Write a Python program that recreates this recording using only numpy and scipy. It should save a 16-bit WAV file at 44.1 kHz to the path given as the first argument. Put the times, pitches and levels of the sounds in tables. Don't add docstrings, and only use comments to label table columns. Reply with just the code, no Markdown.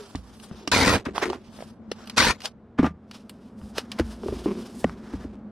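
import sys
import numpy as np
from scipy import signal
from scipy.fft import rfft, irfft
from scipy.io import wavfile
from scipy.ndimage import uniform_filter1d

SR = 44100
rng = np.random.default_rng(int(sys.argv[2]) if len(sys.argv) > 2 else 0)


def dump_mix(stems):
    frames = np.atleast_2d(stems).T
    limited = np.clip(frames, -1, 1)
    pcm = np.round(limited * 32767).astype(np.int16)
    wavfile.write(sys.argv[1], SR, pcm)


N = 242991
T = np.arange(N) / SR

# frequency in Hz, relative density in dB per Hz.
AIR_SPECTRUM = [(20, -8.5), (90, 9), (160, 4.5), (400, 1.5), (930, -8.5), (1400, -13.5), (2500, -28.5),
                (16000, -55)]
AIR_MIN_DB = -54.5
# time in seconds, level in dB.
HUM_LEVEL = [(0, -53.5), (1.5, -48), (2.2, -47), (2.5, -53.5), (3.1, -50), (4.2, -40), (5.51, -43.5)]
HUM_HZ, HUM_WIDTH_HZ = 209, 120
# centre in Hz, width of each of two stages in Hz, level in dB.
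HUM_LINES = [(212.4, 28, 1), (237.3, 38, -3.5)]

LINGER_DB, LINGER_HZ, LINGER_SAG_HZ, LINGER_T60_S = -36.5, 397, 54, 0.23

HEARD_DB = 40
# start in seconds, hold in seconds, hiss in dB,
# cardboard re hiss in dB, treble re hiss in dB.
SLIDES = [(0.001, 0.18, -55, 2, -4), (0.276, 0.08, -58.5, 3, -3.5), (0.436, 0.016, -53, 1, 0),
          (0.527, 0.11, -57, 1.5, -9), (1.418, 0.064, -64, -26, -6), (1.557, 0.13, -54.5, 1.5, -3.5),
          (1.979, 0.19, -57.5, 5, -12), (2.391, 0.046, -59, 2.5, -11), (3.173, 0.035, -61, -3.5, -5.5),
          (3.31, 0.18, -68.5, -4, -3), (3.627, 0.081, -61.5, 1, 0.5), (3.804, 0.049, -61, 6, -5),
          (3.942, 0.025, -53.5, 6, -8), (4.083, 0.056, -50.5, 2.5, -2.5), (4.252, 0.45, -51, 0, -4),
          (4.776, 0.047, -56, -2.5, 7), (4.869, 0.037, -53.5, 7.5, -6), (5.005, 0.24, -58.5, 6.5, -7)]
SLIDE_RISE_DB_PER_S, SLIDE_FALL_DB_PER_S = 180, 324

# start in seconds, box peak in dB, box pitch in Hz,
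# hard upper ring peak re box in dB, desk boom peak re box in dB.
KNOCKS = [(0.15, -25, 269, -0.5, -3), (0.512, -31, 182, -3, -11), (0.676, -25.5, 293, 6, -17),
          (1.066, -22.5, 265, -11, -12.5), (1.084, -24, 393, -19, -31), (1.224, -18, 388, -19, -26),
          (1.26, -24.5, 425, -23, -18.5), (1.3, -19.5, 376, -2.5, -20), (2.793, -7, 259, -24, -19),
          (2.83, -12, 289, -8.5, -30), (2.844, -13.5, 239, -1, -14.5), (2.867, -23, 288, 3.5, -16),
          (3.615, -43, 218, 4, 8), (3.998, -13.5, 336, -18, -7.5), (4.234, -26.5, 414, -4.5, -24),
          (4.259, -20.5, 375, -30, -19), (4.284, -21, 420, -4, -7), (4.322, -21, 391, -15, -5),
          (4.4585, -14, 315, -10, -32), (4.8459, -15, 247, -7.5, -14), (5.136, -22, 281, -13.5, -7),
          (5.247, -27.5, 274, -39, -8)]
# factor on the box pitch, relative level in dB, T60 in seconds.
BOX_MODES = [(0.979, 11.5, 0.035), (1.5, -3, 0.042), (.68, -12.5, 0.27)]
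# frequency in Hz, relative level in dB, T60 in seconds.
HARD_MODES = [(724, 2.5, 0.016), (920, 13.5, 0.0049), (1188, -12.5, 0.076), (1393, -0.5, 0.0061),
              (1850, -12.5, 0.025), (2810, -3, 0.0073)]
# frequency in Hz, relative level in dB, T60 in seconds.
DESK_MODES = [(56.94, -1.5, 0.66), (79.4, 5, .25), (131.2, 1, 0.12)]

# start in seconds, snap peak in dB,
# treble re the snap's main band in dB.
TICKS = [(0.155, -29, -18), (0.399, -37.5, -5), (0.6754, -16.5, -17), (1.053, -33, -9), (1.179, -24, -6),
         (1.3002, -27.5, -11), (1.9154, -22.5, -12), (2.057, -43, 4), (2.073, -30.5, -2.5),
         (2.097, -25, -7), (2.404, -32, -7), (2.4177, -29.5, -2), (2.4553, -16.5, -38), (3.1117, -31.5, -7),
         (3.2945, -29, 4.5), (3.7813, -13, -5), (3.917, -20.5, -7), (3.9882, -25.5, -4),
         (3.9961, -20.5, -5)]

# start in seconds, hold in seconds, drone in dB.
PRESSES = [(0.525, 0.61, -50), (1.262, 0.05, -30.5), (4.266, 0.12, -43.5), (4.43, 0.92, -51.5)]
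PRESS_RISE_DB_PER_S, PRESS_FALL_DB_PER_S = 161, 292

# time in seconds, film level in dB.
PULLS = [
    [(0.7155, -23.5), (0.755, -22.5), (0.79, -26.5), (0.85, -23), (0.9, -24), (0.955, -26.5),
     (0.972, -37.5), (1.015, -60)],
    [(2.163, -45.5), (2.181, -15), (2.195, -19.5), (2.21, -21.5), (2.315, -25.5), (2.335, -46.5),
     (2.37, -62)],
]
# start in seconds, hold in seconds, level in dB, rumble re that in dB.
TUGS = [(0.7083, 0.25, -22, -25.5), (2.173, 0.13, -26.5, -17)]
TUG_RISE_DB_PER_S, TUG_FALL_DB_PER_S = 2507.5, 434
# centre in Hz, width of each of two stages in Hz, level in dB.
FILM_MODES = [(991, 220, 3.5), (1447, 240, 2.5), (1920, 210, 3), (2370, 320, 1)]
SWAY_RMS_DB, PITCH_DRIFT_RMS = 2, .055
BURSTS_PER_S, BURST_WANDER_PER_S, BURST_DB = 200, 16, 2.2
SPOOL_DB, SPOOL_FADE_DB_PER_S = -2, 30
CRACK_DB, FIZZ_DB = -5.5, -9.5

# start in seconds, hold in seconds, rise in dB per second,
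# hiss in dB, cardboard re hiss in dB.
SCRAPES = [(1.059, 0.0072, 3004.5, -48.5, 16.5), (1.159, 0.0067, 1505, -34, 6.5),
           (1.181, 0.02, 2000, -42.5, 4), (1.226, 0.011, 900.5, -35, 11), (1.256, 0.01, 899.5, -41, 7.5),
           (1.33, 0.0091, 2500, -46, 10.5), (2.45, 0.0035, 796.5, -33.5, 0), (2.787, 0.0087, 2995, -48, 19),
           (2.831, 0.033, 2495, -46.5, 15), (3.149, 0.0052, 901.5, -45, -0.5),
           (3.779, 0.0034, 701, -33.5, 1.5), (3.989, 0.0097, 2505.5, -42, 11)]
SCRAPE_FALL_DB_PER_S, SCRAPE_TREBLE_DB = 580, -8.5

# start in seconds, peak in dB, pitch in Hz.
SNAPS = [(1.1805, -10, 970), (1.2345, -22, 1400), (1.237, -20, 1900), (1.2398, -21, 1580),
         (1.2565, -20, 2050), (1.3315, -19, 870), (1.5892, -31.5, 606), (1.6057, -29.5, 560),
         (1.6242, -27.5, 618), (1.9165, -18, 447), (2.7882, -19, 328), (3.7832, -25, 2820),
         (3.7832, -18, 470), (3.9966, -11.5, 510), (4.8425, -21, 2200), (4.8438, -7.5, 564),
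         (4.8958, -27.5, 1280)]
SNAP_CYCLES, SNAP_GRIT = 5.3, 0.18

# start in seconds, peak in dB.
CLATTERS = [(2.787, -20), (2.8275, -31), (2.845, -21), (2.865, -27)]
# frequency in Hz, relative level in dB, T60 in seconds.
GUN_MODES = [(642, 0, 0.11), (880, -8.5, 0.07), (1053, -5.5, 0.083), (1194, -0.5, 0.135),
             (1400, 0.5, 0.026), (1800, -13.5, 0.043)]

# start in seconds, hold in seconds, level in dB,
# slips per second at the start.
DRAGS = [(4.464, 0.056, -27.5, 170), (4.538, 0.071, -37.5, 160)]
DRAG_RISE_DB_PER_S, DRAG_FALL_DB_PER_S, SLOWING_PER_S2 = 2998, 1196.5, 650

# frequency in Hz, side re mid in dB before narrowing, weight of the narrowing.
SPREAD = [(90, -8, 1.5), (170, -15, 3.5), (300, -15, 3.5), (1000, -9, 2.), (3500, -5, 1.3), (10000, -1, 1)]
# time in seconds, narrowing in dB before its weight.
NARROWING = [(2.55, 0), (2.8, -11), (4.4, -14), (5., -7), (5.5, -4)]
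PORT_DELAY_S = .000025
# frequency in Hz, gain in dB.
MIC_RESPONSE = [(2000, 0.5), (3000, 1.5), (4600, 0.5), (7000, -2), (9000, -1.5), (16000, -17)]
BAND_LIMIT_HZ = 16300


def gain_of(db):
    return 10 ** (np.asarray(db) / 20)


def evened(x):
    return x / np.sqrt(np.mean(x ** 2) + 1e-20)


def wandering(count, window):
    return evened(uniform_filter1d(rng.standard_normal(count), window))


def read(points, hz):
    f, value = np.transpose(points)
    return np.interp(np.log(hz + 1), np.log(f + 1), value)


def add(mix, start_s, sound):
    part = mix[round(start_s * SR):][:len(sound)]
    part += sound[:len(part)]


def band(x, lo_hz, hi_hz, order=2):
    edges_hz = [lo_hz, min(hi_hz, SR / 2.2)]
    return evened(signal.sosfilt(signal.butter(order, edges_hz, "band", fs=SR, output="sos"), x))


def resonate(x, hz, width_hz):
    r = np.exp(-np.pi * width_hz / SR)
    return evened(signal.lfilter([1, 0, -1], [1, -2 * r * np.cos(2 * np.pi * hz / SR), r * r], x))


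def twice(x, hz, width_hz):
    return resonate(resonate(x, hz, width_hz), hz, width_hz)


def drifting(x, hz, width_hz):
    turn = np.exp(2j * np.pi * np.cumsum(hz) / SR)
    r = np.exp(-np.pi * width_hz / SR)
    lowpassed = signal.lfilter([1], np.convolve([1, -r], [1, -r]), x / turn)
    return evened((turn * lowpassed).real)


def ring(modes, t, rise_s, phases):
    x = sum(gain_of(db - 60 * t / t60_s) * np.sin(2 * np.pi * (hz * t + phase))
            for (hz, db, t60_s), phase in zip(modes, phases))
    x = x * (1 - np.exp(-t / rise_s)) ** 2
    return x / abs(x).max()


def slips(count, per_s, spread_db, clump_db, clump_s):
    fires = rng.random(count) < per_s / SR
    size = np.minimum(rng.exponential(1, count), 4)
    sign = np.sign(rng.standard_normal(count))
    window = round(clump_s * SR)
    clumps = evened(uniform_filter1d(uniform_filter1d(rng.standard_normal(count), window), window))
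    return fires * sign * gain_of(spread_db * size + clump_db * clumps)


def held(t, start_s, hold_s, rise_db_per_s, fall_db_per_s):
    rise_db = np.maximum(rise_db_per_s * (start_s - t), 0)
    fall_db = np.maximum(fall_db_per_s * (t - start_s - hold_s), 0)
    return -rise_db - fall_db


def stroke(start_s, hold_s, rise_db_per_s, fall_db_per_s):
    db = held(T, start_s, hold_s, rise_db_per_s, fall_db_per_s)
    heard = db > -HEARD_DB
    return T[heard], db[heard]


def room_tone():
    air = irfft(rfft(rng.standard_normal(N)) * gain_of(read(AIR_SPECTRUM, np.fft.rfftfreq(N, 1 / SR))), N)
    hum = 0.46 * twice(rng.standard_normal(N), HUM_HZ, HUM_WIDTH_HZ)
    for hz, width_hz, db in HUM_LINES:
        hum = hum + gain_of(db) * twice(rng.standard_normal(N), hz, width_hz)
    hum_db = np.interp(T, *np.transpose(HUM_LEVEL))
    air_db = AIR_MIN_DB + .5 * (hum_db - min(db for _, db in HUM_LEVEL))
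    return gain_of(hum_db) * evened(hum) + gain_of(air_db) * evened(air)


def linger():
    hz = LINGER_HZ + LINGER_SAG_HZ * np.exp(-T / .015)
    return gain_of(LINGER_DB - 60 * T / LINGER_T60_S) * np.sin(2 * np.pi * np.cumsum(hz) / SR)


def rub(t, db, board_db, treble_db):
    grit = np.clip((db + 47) / 20, .3, 1)
    grains = evened(slips(len(db), per_s=1800, spread_db=2.5, clump_db=6.0, clump_s=0.023))
    smooth = evened(slips(len(db), per_s=41000, spread_db=3.5, clump_db=2.5, clump_s=0.015))
    skin = grit * grains + np.sqrt(1 - grit ** 2) * smooth
    hiss = band(skin, 1700, 4720) + .5 * resonate(skin, 4920, 1200)
    board = gain_of(board_db) * band(skin, 520, 1980)
    treble = gain_of(treble_db) * band(skin, 3700, 13000)
    return t[0], gain_of(db) * (hiss + board + treble)


def slide(start_s, hold_s, db, board_db, treble_db):
    t, shape_db = stroke(start_s, hold_s, SLIDE_RISE_DB_PER_S, SLIDE_FALL_DB_PER_S)
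    return rub(t, db + shape_db, board_db, treble_db)


def knock(db, hz, hard_db, desk_db, hard_phases):
    t = np.arange(round(.5 * SR)) / SR
    box_modes = [(hz * factor, mode_db, t60_s) for factor, mode_db, t60_s in BOX_MODES]
    box = ring(box_modes, t, rise_s=0.002, phases=np.zeros(len(BOX_MODES)))
    hard = ring(HARD_MODES, t, rise_s=0.00027, phases=hard_phases)
    desk = ring(DESK_MODES, t, rise_s=0.0017, phases=hard_phases)
    return gain_of(db) * (box + gain_of(hard_db) * hard + gain_of(desk_db) * desk)


def tick(db, treble_db, noise):
    t = np.arange(len(noise)) / SR
    decay = gain_of(-60 * t / 0.018) + 0.2 * gain_of(-60 * t / 0.079)
    shape = decay * (1 - np.exp(-t / 0.00057))
    body = band(noise, 900, 5950) + 0.33 * resonate(noise, 2870, 310) + 0.52 * resonate(noise, 4500, 850)
    snapped = shape * body
    fizz = shape * band(noise, 5800, 14000)
    return gain_of(db) * (snapped + gain_of(treble_db) * fizz) / abs(snapped).max()


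def pressure():
    lumps = slips(N, per_s=420, spread_db=1.5, clump_db=1.5, clump_s=0.025)
    box = evened(resonate(lumps, 365, 40) + .4 * resonate(lumps, 320, 100))
    gain = sum(gain_of(db + held(T, start_s, hold_s, PRESS_RISE_DB_PER_S, PRESS_FALL_DB_PER_S))
               for start_s, hold_s, db in PRESSES)
    return box * gain


def glue_slips(count):
    glue = slips(count, per_s=3600, spread_db=0.5, clump_db=1.5, clump_s=0.0021)
    bursts_per_s = BURSTS_PER_S + BURST_WANDER_PER_S * wandering(count, 500)
    return glue * gain_of(BURST_DB * np.cos(2 * np.pi * np.cumsum(bursts_per_s) / SR))


def stretched_film(glue):
    film = 0
    for k, (hz, width_hz, db) in enumerate(FILM_MODES):
        sway = gain_of(SWAY_RMS_DB * wandering(len(glue), 700))
        drift = 1 + PITCH_DRIFT_RMS * wandering(len(glue), 1500)
        film = film + (-1) ** k * gain_of(db) * sway * drifting(glue, hz * drift, width_hz)
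    return evened(film)


def tugged_box(t, start_s, hold_s, db, rumble_db):
    tugs = slips(len(t), per_s=1200, spread_db=1.5, clump_db=2.0, clump_s=0.0036)
    low = evened(resonate(tugs, 225, 97) + 0.52 * resonate(tugs, 452, 130) + 0.67 * resonate(tugs, 100, 68))
    low = low + gain_of(rumble_db) * band(tugs, 42, 100)
    return gain_of(db + held(t, start_s, hold_s, TUG_RISE_DB_PER_S, TUG_FALL_DB_PER_S)) * low


def pull(rows, tug):
    times_s, levels_db = np.transpose(rows)
    t = np.arange(times_s[0], times_s[-1], 1 / SR)
    since_start = T[:len(t)]
    ends = np.clip(np.minimum(t - times_s[0], times_s[-1] - t) / .001, 0, 1)
    glue = glue_slips(len(t))
    film = stretched_film(glue)
    spool = evened(0.46 * twice(glue, 3800, 620) - twice(glue, 4250, 800) + 0.86 * band(glue, 3100, 7130))
    spool = gain_of(SPOOL_DB - SPOOL_FADE_DB_PER_S * since_start) * spool
    fizz = gain_of(FIZZ_DB) * band(glue, 4300, 14000)
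    one_sided = -abs(slips(len(t), per_s=900, spread_db=3.5, clump_db=0.0, clump_s=0.0023))
    cracks = gain_of(CRACK_DB) * band(one_sided, 700, 6300, order=1)
    tape = gain_of(np.interp(t, times_s, levels_db)) * (film + spool + fizz + cracks)
    return times_s[0], ends * (tape + tugged_box(times_s[0] + since_start, *tug))


def scrape(start_s, hold_s, rise_db_per_s, db, board_db):
    t, shape_db = stroke(start_s, hold_s, rise_db_per_s, SCRAPE_FALL_DB_PER_S)
    return rub(t, db + shape_db, board_db, SCRAPE_TREBLE_DB)


def snap(db, hz, noise):
    t = np.arange(len(noise)) / SR
    grit = SNAP_GRIT * band(noise, 1.8 * hz, 4 * hz)
    shape = gain_of(-60 * t * hz / SNAP_CYCLES) * (1 - np.exp(-t * hz * 2))
    x = (grit - np.sin(2 * np.pi * hz * t)) * shape
    return gain_of(db) * x / abs(x).max()


def clatter(db, phases):
    return gain_of(db) * ring(GUN_MODES, T[:SR // 4], rise_s=0.00026, phases=phases)


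def judder(start_s, hold_s, db, first_per_s):
    t, shape_db = stroke(start_s, hold_s, DRAG_RISE_DB_PER_S, DRAG_FALL_DB_PER_S)
    per_s = first_per_s - SLOWING_PER_S2 * (t - start_s)
    wobble = wandering(len(t), 200)
    slip_count = np.floor(np.cumsum(per_s * (1 + 0.37 * wobble)) / SR)
    jerks = np.diff(slip_count, prepend=0) * gain_of(2.4 * wobble)
    walls = twice(jerks, 227, 90) + twice(jerks, 374, 66)
    walls = walls + 0.18 * twice(jerks, 1050, 260) + 0.086 * twice(jerks, 2050, 1100)
    return t[0], gain_of(db + shape_db) * evened(walls)


def ports(x):
    hz, t, z = signal.stft(x, SR, nperseg=256)
    noise = rng.standard_normal((len(t), len(hz), 2))
    a, b = uniform_filter1d(uniform_filter1d(noise, size=15, axis=0), size=5, axis=1).T
    narrow_db = np.interp(t, *np.transpose(NARROWING))
    spread_db = read([(f, db) for f, db, _ in SPREAD], hz)
    weight = read([(f, w) for f, _, w in SPREAD], hz)
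    side_db = spread_db[:, None] + np.outer(weight, narrow_db)
    side = gain_of(side_db) * np.exp(1j * np.angle(a + 1j * b))
    turn = np.exp(-1j * np.pi * PORT_DELAY_S * np.outer(hz, gain_of(2 * narrow_db)))
    both = z * np.array([(1 + side) * turn, (1 - side) / turn])
    return signal.istft(both, SR, nperseg=256)[1][:, :N]


def scene():
    near = room_tone() + linger() + pressure()
    for gesture, table in [(slide, SLIDES), (scrape, SCRAPES), (judder, DRAGS)]:
        for row in table:
            add(near, *gesture(*row))
    for start_s, *blow in KNOCKS:
        add(near, start_s, knock(*blow, hard_phases=rng.random(len(HARD_MODES))))
    for start_s, *levels_db in TICKS:
        add(near, start_s, tick(*levels_db, noise=rng.standard_normal(4000)))
    for rows, tug in zip(PULLS, TUGS):
        add(near, *pull(rows, tug))
    for start_s, *crack in SNAPS:
        add(near, start_s, snap(*crack, noise=rng.standard_normal(1200)))
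    for start_s, db in CLATTERS:
        add(near, start_s, clatter(db, phases=rng.random(len(GUN_MODES))))
    return ports(near)


def record(dry):
    hz = np.linspace(0, SR / 2, 257)
    colour = signal.firwin2(255, hz, gain_of(read(MIC_RESPONSE, hz)), fs=SR)
    coloured = signal.oaconvolve(dry, colour[None], "same", axes=1)
    lowpass = signal.firwin(511, BAND_LIMIT_HZ, window=("kaiser", 9), fs=SR)
    return signal.oaconvolve(coloured, lowpass[None], "same", axes=1)


dry = scene()
out = record(dry)
dump_mix(out)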